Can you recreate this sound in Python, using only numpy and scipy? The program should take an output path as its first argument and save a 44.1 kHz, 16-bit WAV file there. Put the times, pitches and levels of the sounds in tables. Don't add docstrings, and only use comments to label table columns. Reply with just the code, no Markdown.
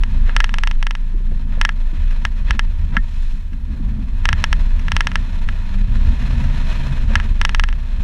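import sys
import numpy as np
from scipy import signal
from scipy.fft import rfft, irfft, next_fast_len
from scipy.io import wavfile
from scipy.ndimage import uniform_filter1d, minimum_filter1d

SR = 44100
rng = np.random.default_rng(int(sys.argv[2]) if len(sys.argv) > 2 else 0)


def master(y):
    cut = np.clip(np.atleast_2d(y).T, -1, 1)
    pcm = np.round(cut * 32767)
    wavfile.write(sys.argv[1], SR, pcm.astype(np.int16))


N = 354123
TIME = np.arange(N) / SR

# (frequency [Hz], width [Hz], gain [dB])
CASE_MODES = [(747, 254, -8.6), (887, 248, 9.8), (1345, 85, 8.0), (1521, 191, -13.0), (1670, 115, 13.0),
              (1822, 26, -8.8), (1990, 125, 4.9), (2105, 49, -8.1), (2361, 281, -6.1), (2709, 1040, 8.9),
              (3178, 92, -10.9), (3438, 187, -11.1), (4125, 1040, -11.5), (5152, 339, -12.4),
              (5520, 190, 9.5), (5980, 140, -6), (6320, 240, 7.5), (6950, 1100, -11), (7880, 280, 4),
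              (9680, 380, 8)]


def from_db(db):
    return 10 ** (np.asarray(db) / 20)


def unit_rms(x):
    return x / np.sqrt(np.mean(x ** 2) + 1e-20)


def per_sample(rows):
    times_s, *columns = np.transpose(rows)
    return [np.interp(TIME, times_s, column) for column in columns]


def butter(x, hz, kind, order=2):
    sos = signal.butter(order, np.clip(hz, 10, .45 * SR), kind, fs=SR, output="sos")
    return signal.sosfilt(sos, x + 1e-18)


def drift(rate_hz):
    hz = np.arange(N // 2 + 1) * SR / N
    return unit_rms(irfft(rfft(rng.standard_normal(N)) / (1 + (hz / rate_hz) ** 2), N))


def coloured(x, spectrum):
    size = next_fast_len(N)
    hz, db = np.transpose(spectrum)
    bin_hz = np.arange(1, size // 2 + 2) * SR / size
    gain = from_db(np.interp(np.log(bin_hz), np.log(hz), db))
    rolloff = (1 + (hz[0] / bin_hz) ** 4) * (1 + (bin_hz / hz[-1] / 2) ** 4)
    return unit_rms(irfft(rfft(x, size) * gain / rolloff, size)[:N])


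def resonate(x, modes):
    for hz, width_hz, db in modes:
        turn, damping = -2 * np.cos(2 * np.pi * hz / SR), np.pi * width_hz / SR
        lifted = damping * from_db(db)
        x = signal.lfilter([1 + lifted, turn, 1 - lifted], [1 + damping, turn, 1 - damping], x)
    return x


def add(out, start_s, sound):
    at = max(0, round(start_s * SR))
    out[at:at + len(sound)] += sound[:max(0, N - at)]


def wobble(level_db=1, swing_hz=26.4, wander=0.1187, flutter_db=4.5, flutter_hz=8.5):
    # (time [s], level [dB])
    swing = [(0.0, -15.5), (0.42, -13), (0.53, -19), (0.75, -14), (0.95, -23), (1.14, -14.5), (3.15, -18.5),
             (3.65, -25), (4.72, -13.5), (5.1, -19.5), (5.3, -16.5)]
    swing_db, = per_sample(swing)
    phase = 2 * np.pi * np.cumsum(swing_hz * (1 + wander * drift(16.4))) / SR
    jostle_db = flutter_db * np.tanh(drift(flutter_hz))
    return np.sqrt(2) * np.sin(phase) * from_db(level_db + swing_db + jostle_db)


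def engine(jitter=.011, rough_db=3.0, uneven=0.41, muffle_hz=226):
    # (time [s], firing rate [Hz], level [dB])
    revs = [(0, 100, -42.5), (1.35, 80.26, -41), (2.05, 72.03, -38), (2.5, 76.13, -40.5),
            (2.85, 79.44, -34), (3.1, 76, -42), (3.9, 70.9, -43.5), (4.33, 89.7, -30), (4.62, 69.15, -36),
            (5.1, 90.3, -35), (5.45, 85, -38), (5.6, 90.2, -33), (6.0, 110.1, -27.5), (6.3, 129.1, -32),
            (6.5, 135.3, -28), (6.68, 140.1, -36), (6.88, 135, -26.5), (7.1, 111.3, -29), (7.4, 104, -51)]
    # (multiple of firing rate, level [dB])
    orders = [(.5, -9.5), (1, 0.5), (2, -2), (3, -6.5)]
    # (frequency [Hz], width [Hz], gain [dB])
    panel_modes = [(79.1, 8.6, 10), (200, 29, 4)]
    firing_hz, throttle_db = per_sample(revs)
    phase = 2 * np.pi * np.cumsum(firing_hz * (1 + jitter * drift(18.2))) / SR
    tone = np.zeros(N)
    for order, db in orders:
        tone += from_db(db + rough_db * drift(5.6)) * np.sin(order * phase + rng.uniform(0, 2 * np.pi))
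    tone *= 1 + uneven * drift(45)
    muffled = unit_rms(butter(tone, muffle_hz, "low", order=10))
    return from_db(throttle_db) * resonate(muffled, panel_modes)


def rumble(boom_gain_db=5.0, drum_gain_db=2.5, lumpy_db=2.0):
    # (time [s], body boom [dB], panel drumming [dB])
    ground = [(0.05, -27.5, -35.5), (0.95, -38, -45.5), (1.57, -32, -35), (1.97, -33.5, -46),
              (2.35, -31.5, -41), (2.59, -30, -39), (3.45, -31.5, -47.5), (3.9, -27.5, -33),
              (4.64, -25.5, -37), (5.04, -31, -35), (5.66, -31, -44), (6.1, -23, -32), (7.07, -25, -35),
              (7.36, -28, -37), (7.98, -24, -36)]
    # (frequency [Hz], density [dB])
    boom_spectrum = [(26, -11), (39, 9), (55, 4), (76, 1.5), (100, -16.5), (200, -35)]
    # (frequency [Hz], density [dB])
    drum_spectrum = [(90, 2), (135, 0.5), (170, -4), (215, -1.5), (255, -5.5), (290, -21.5), (340, -30.5),
                     (600, -32.5), (800, -34.5)]
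    boom_db, drum_db = per_sample(ground)
    lumps_db = lumpy_db * drift(5.3)
    boom = from_db(boom_gain_db + boom_db + lumps_db) * coloured(rng.standard_normal(N), boom_spectrum)
    drum = from_db(drum_gain_db + drum_db + lumps_db) * coloured(rng.standard_normal(N), drum_spectrum)
    return boom + drum


def spray(level_db=5.0, base_grains_per_s=2500, size_db=3.0, grain_db=-2, flicker_db=2.08, band_ratio=2.1):
    # (time [s], level [dB])
    flow = [(0.56, -50), (0.92, -55.5), (1.27, -54.5), (2.24, -49.5), (3.26, -54), (3.53, -55.5),
            (4.09, -53), (4.45, -47.5), (5.88, -48), (6.26, -44), (6.75, -42.5), (7.76, -52), (8.03, -47.5)]
    # (frequency [Hz], density [dB])
    grit_spectrum = [(250, 12.5), (450, 2.5), (650, 6.5), (800, -1.5), (950, 4), (1750, 1.5), (2900, -0.5),
                     (4250, -0.5), (4700, -7.5), (7400, -16), (8600, -23), (10400, -21), (15000, -39.5)]
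    # (frequency [Hz], width [Hz], gain [dB])
    arch_modes = [(937, 59, 7), (1754, 204, 6.5), (2530, 92, 7), (3820, 105, -4), (4580, 360, -13)]
    # (midpoint [s], length [s], level [dB], band centre [Hz])
    skids = [(0.331, 0.32, -40.5, 1360), (1.598, 0.35, -45, 1200), (2.069, 0.37, -46, 2400),
             (2.502, 0.18, -38.5, 2000), (2.955, .12, -37.5, 870), (3.218, 0.68, -48.5, 7800),
             (4.336, 0.36, -43, 1500), (7.16, 0.28, -38, 1200)]
    flow_db, = per_sample(flow)
    hits = rng.random(N) < base_grains_per_s * from_db(flow_db - flow_db.mean()) / SR
    grains = hits * rng.choice([-1, 1], N) * from_db(size_db * np.minimum(rng.exponential(1, N), 5))
    grit = rng.standard_normal(N) + from_db(grain_db) * unit_rms(grains)
    dirt = unit_rms(resonate(coloured(grit, grit_spectrum), arch_modes))
    out = from_db(level_db + flow_db) * dirt
    for mid_s, length_s, db, hz in skids:
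        size = int(length_s * SR)
        stretch = np.roll(dirt, rng.integers(N))[:size]
        thrown = unit_rms(butter(stretch, [hz / band_ratio, hz * band_ratio], "band", order=1))
        add(out, mid_s - length_s / 2, from_db(db) * thrown * np.hanning(size))
    return out * from_db(flicker_db * drift(28))


def hiss(level_db=-67, dull_hz=9000):
    return from_db(level_db) * unit_rms(butter(rng.standard_normal(N), dull_hz, "low", order=1))


def knocks(level_db=11, edge_db=-39, bright_hz=4400, db_per_octave=36, hollow_hz=1600,
           hollow_width_hz=900, scuff_db=-42, scuff_t60_s=0.039):
    # (time [s], strength [dB], hollow resonance [dB])
    impacts = [(0.0355, -8.5, -4.5), (0.2945, -22.5, 14), (0.365, 2.5, -1), (0.4037, 2, 4),
               (0.4427, 0, -2.5), (0.4929, -12.5, 1), (0.541, -4.5, -2), (0.5849, -4, -6), (0.636, -3.5, 2),
               (0.6737, -3, -4.5), (0.7124, -7.5, -6), (0.8274, -5.5, -4.5), (0.8682, -4.5, -2),
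               (0.909, -5.5, -7), (0.952, -9.5, -3.5), (1.6137, 4, 0), (1.6507, 3, 2), (1.6916, -6.5, 5),
               (2.2517, -2, 3), (2.5081, -1.5, 2.5), (2.5937, -0.5, 0.5), (2.9679, -6, 17.5),
               (4.255, 0, -1), (4.2896, 0, 1.5), (4.3293, -1.5, 1), (4.4407, 4.5, -3), (4.5287, 0, -0.5),
               (4.883, -10.5, 4), (4.9188, -1, -3), (4.9658, 1, -3), (5.007, 1, 3), (5.0706, -0.5, -1),
               (5.1564, -1.5, 2), (5.1169, -12.5, -2), (5.4883, -12, 5), (7.1551, 4, 4.5), (7.2, -11, 4),
               (7.4144, 0, 0), (7.4507, 3.0, -2.5), (7.4931, -5, -2), (7.5476, -1.0, -1.5), (7.5965, -1, 0),
               (7.6377, -3, 1), (7.688, -10.5, -2.5), (7.7275, -14.5, -1.5)]
    pushes, t = np.zeros(N), TIME[:SR // 20]
    for start_s, db, hollow_db in impacts:
        scuff = rng.standard_normal(len(t)) * from_db(scuff_db - 60 * t / scuff_t60_s)
        contact = (t == 0) + scuff
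        push = butter(contact, bright_hz * 2 ** (db / db_per_octave), "low", order=3)
        push += from_db(edge_db + db) * contact
        add(pushes, start_s, from_db(db) * resonate(push, [(hollow_hz, hollow_width_hz, hollow_db)]))
    clack = resonate(butter(disperse(pushes), 740, "high"), CASE_MODES)
    return from_db(level_db) * clack + mount_ring(pushes)


def disperse(x):
    # (frequency [Hz], width [Hz])
    allpass_bands = [(3200, 570), (5000, 1140)]
    for hz, width_hz in allpass_bands:
        turn, damping = -2 * np.cos(2 * np.pi * hz / SR), np.pi * width_hz / SR
        x = signal.lfilter([1 - damping, turn, 1 + damping], [1 + damping, turn, 1 - damping], x + 1e-18)
    return x


def mount_ring(pushes, gain_db=-40.5, hz=1848, t60_s=.14):
    radius, angle = from_db(-60 / (t60_s * SR)), 2 * np.pi * hz / SR
    feedback = [1, -2 * radius * np.cos(angle), radius ** 2]
    return from_db(gain_db) * signal.lfilter([0, np.sin(angle)], feedback, pushes + 1e-18)


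def thumps(level_db=-1, t60_cycles=24, rise_s=0.0022, ring_db=-3):
    # (time [s], level [dB], pitch [Hz])
    ruts = [(0.285, -34, 503), (1.14, -31, 340), (1.205, -39, 365), (1.315, -31, 486), (1.573, -27.5, 510),
            (1.93, -27.5, 200), (1.981, -22, 68.6), (2.5, -14, 52.3), (2.545, -17, 167),
            (2.918, -18.5, 180), (2.967, -22, 185), (3.335, -27.5, 151), (3.522, -26.5, 182),
            (3.696, -29, 213), (3.798, -20.5, 185), (3.99, -25.5, 202), (4.33, -12, 70),
            (7.102, -25.5, 534), (7.156, -14, 68)]
    out, t = np.zeros(N), TIME[:SR // 4]
    for start_s, db, hz in ruts:
        octave_hz = [hz / np.sqrt(2), hz * np.sqrt(2)]
        shudder = unit_rms(butter(rng.standard_normal(SR // 2), octave_hz, "band", order=5)[-len(t):])
        ring = from_db(ring_db) * np.sqrt(2) * np.sin(2 * np.pi * hz * t)
        envelope = (1 - np.exp(-t / rise_s)) * from_db(-60 * t * hz / t60_cycles)
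        add(out, start_s, from_db(level_db + db) * (shudder + ring) * envelope)
    return out


def stones(level_db=-3, t60_s=0.037, dull_hz=3200):
    # (time [s], level [dB])
    strikes = [(1.312, -39), (2.109, -28.5), (3.531, -34.5), (4.794, -24), (5.955, -29.5), (6.44, -27)]
    out, t = np.zeros(N), TIME[:SR // 16]
    for start_s, db in strikes:
        add(out, start_s, rng.standard_normal(len(t)) * from_db(level_db + db - 60 * t / t60_s))
    ticks = butter(butter(out, dull_hz, "low"), 500, "high")
    return resonate(ticks, CASE_MODES)


def scene():
    return (knocks() + wobble() + engine() + rumble() + thumps() + spray() + stones() + hiss())[None]


def record(dry, ceiling=1.0, cutoff_hz=15800):
    window = SR // 200
    needed_gain = ceiling / np.maximum(np.abs(dry), ceiling)
    gain = uniform_filter1d(minimum_filter1d(needed_gain, window), window)
    return signal.sosfilt(signal.ellip(10, .1, 70, cutoff_hz, fs=SR, output="sos"), dry * gain)


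dry = scene()
out = record(dry)
master(out)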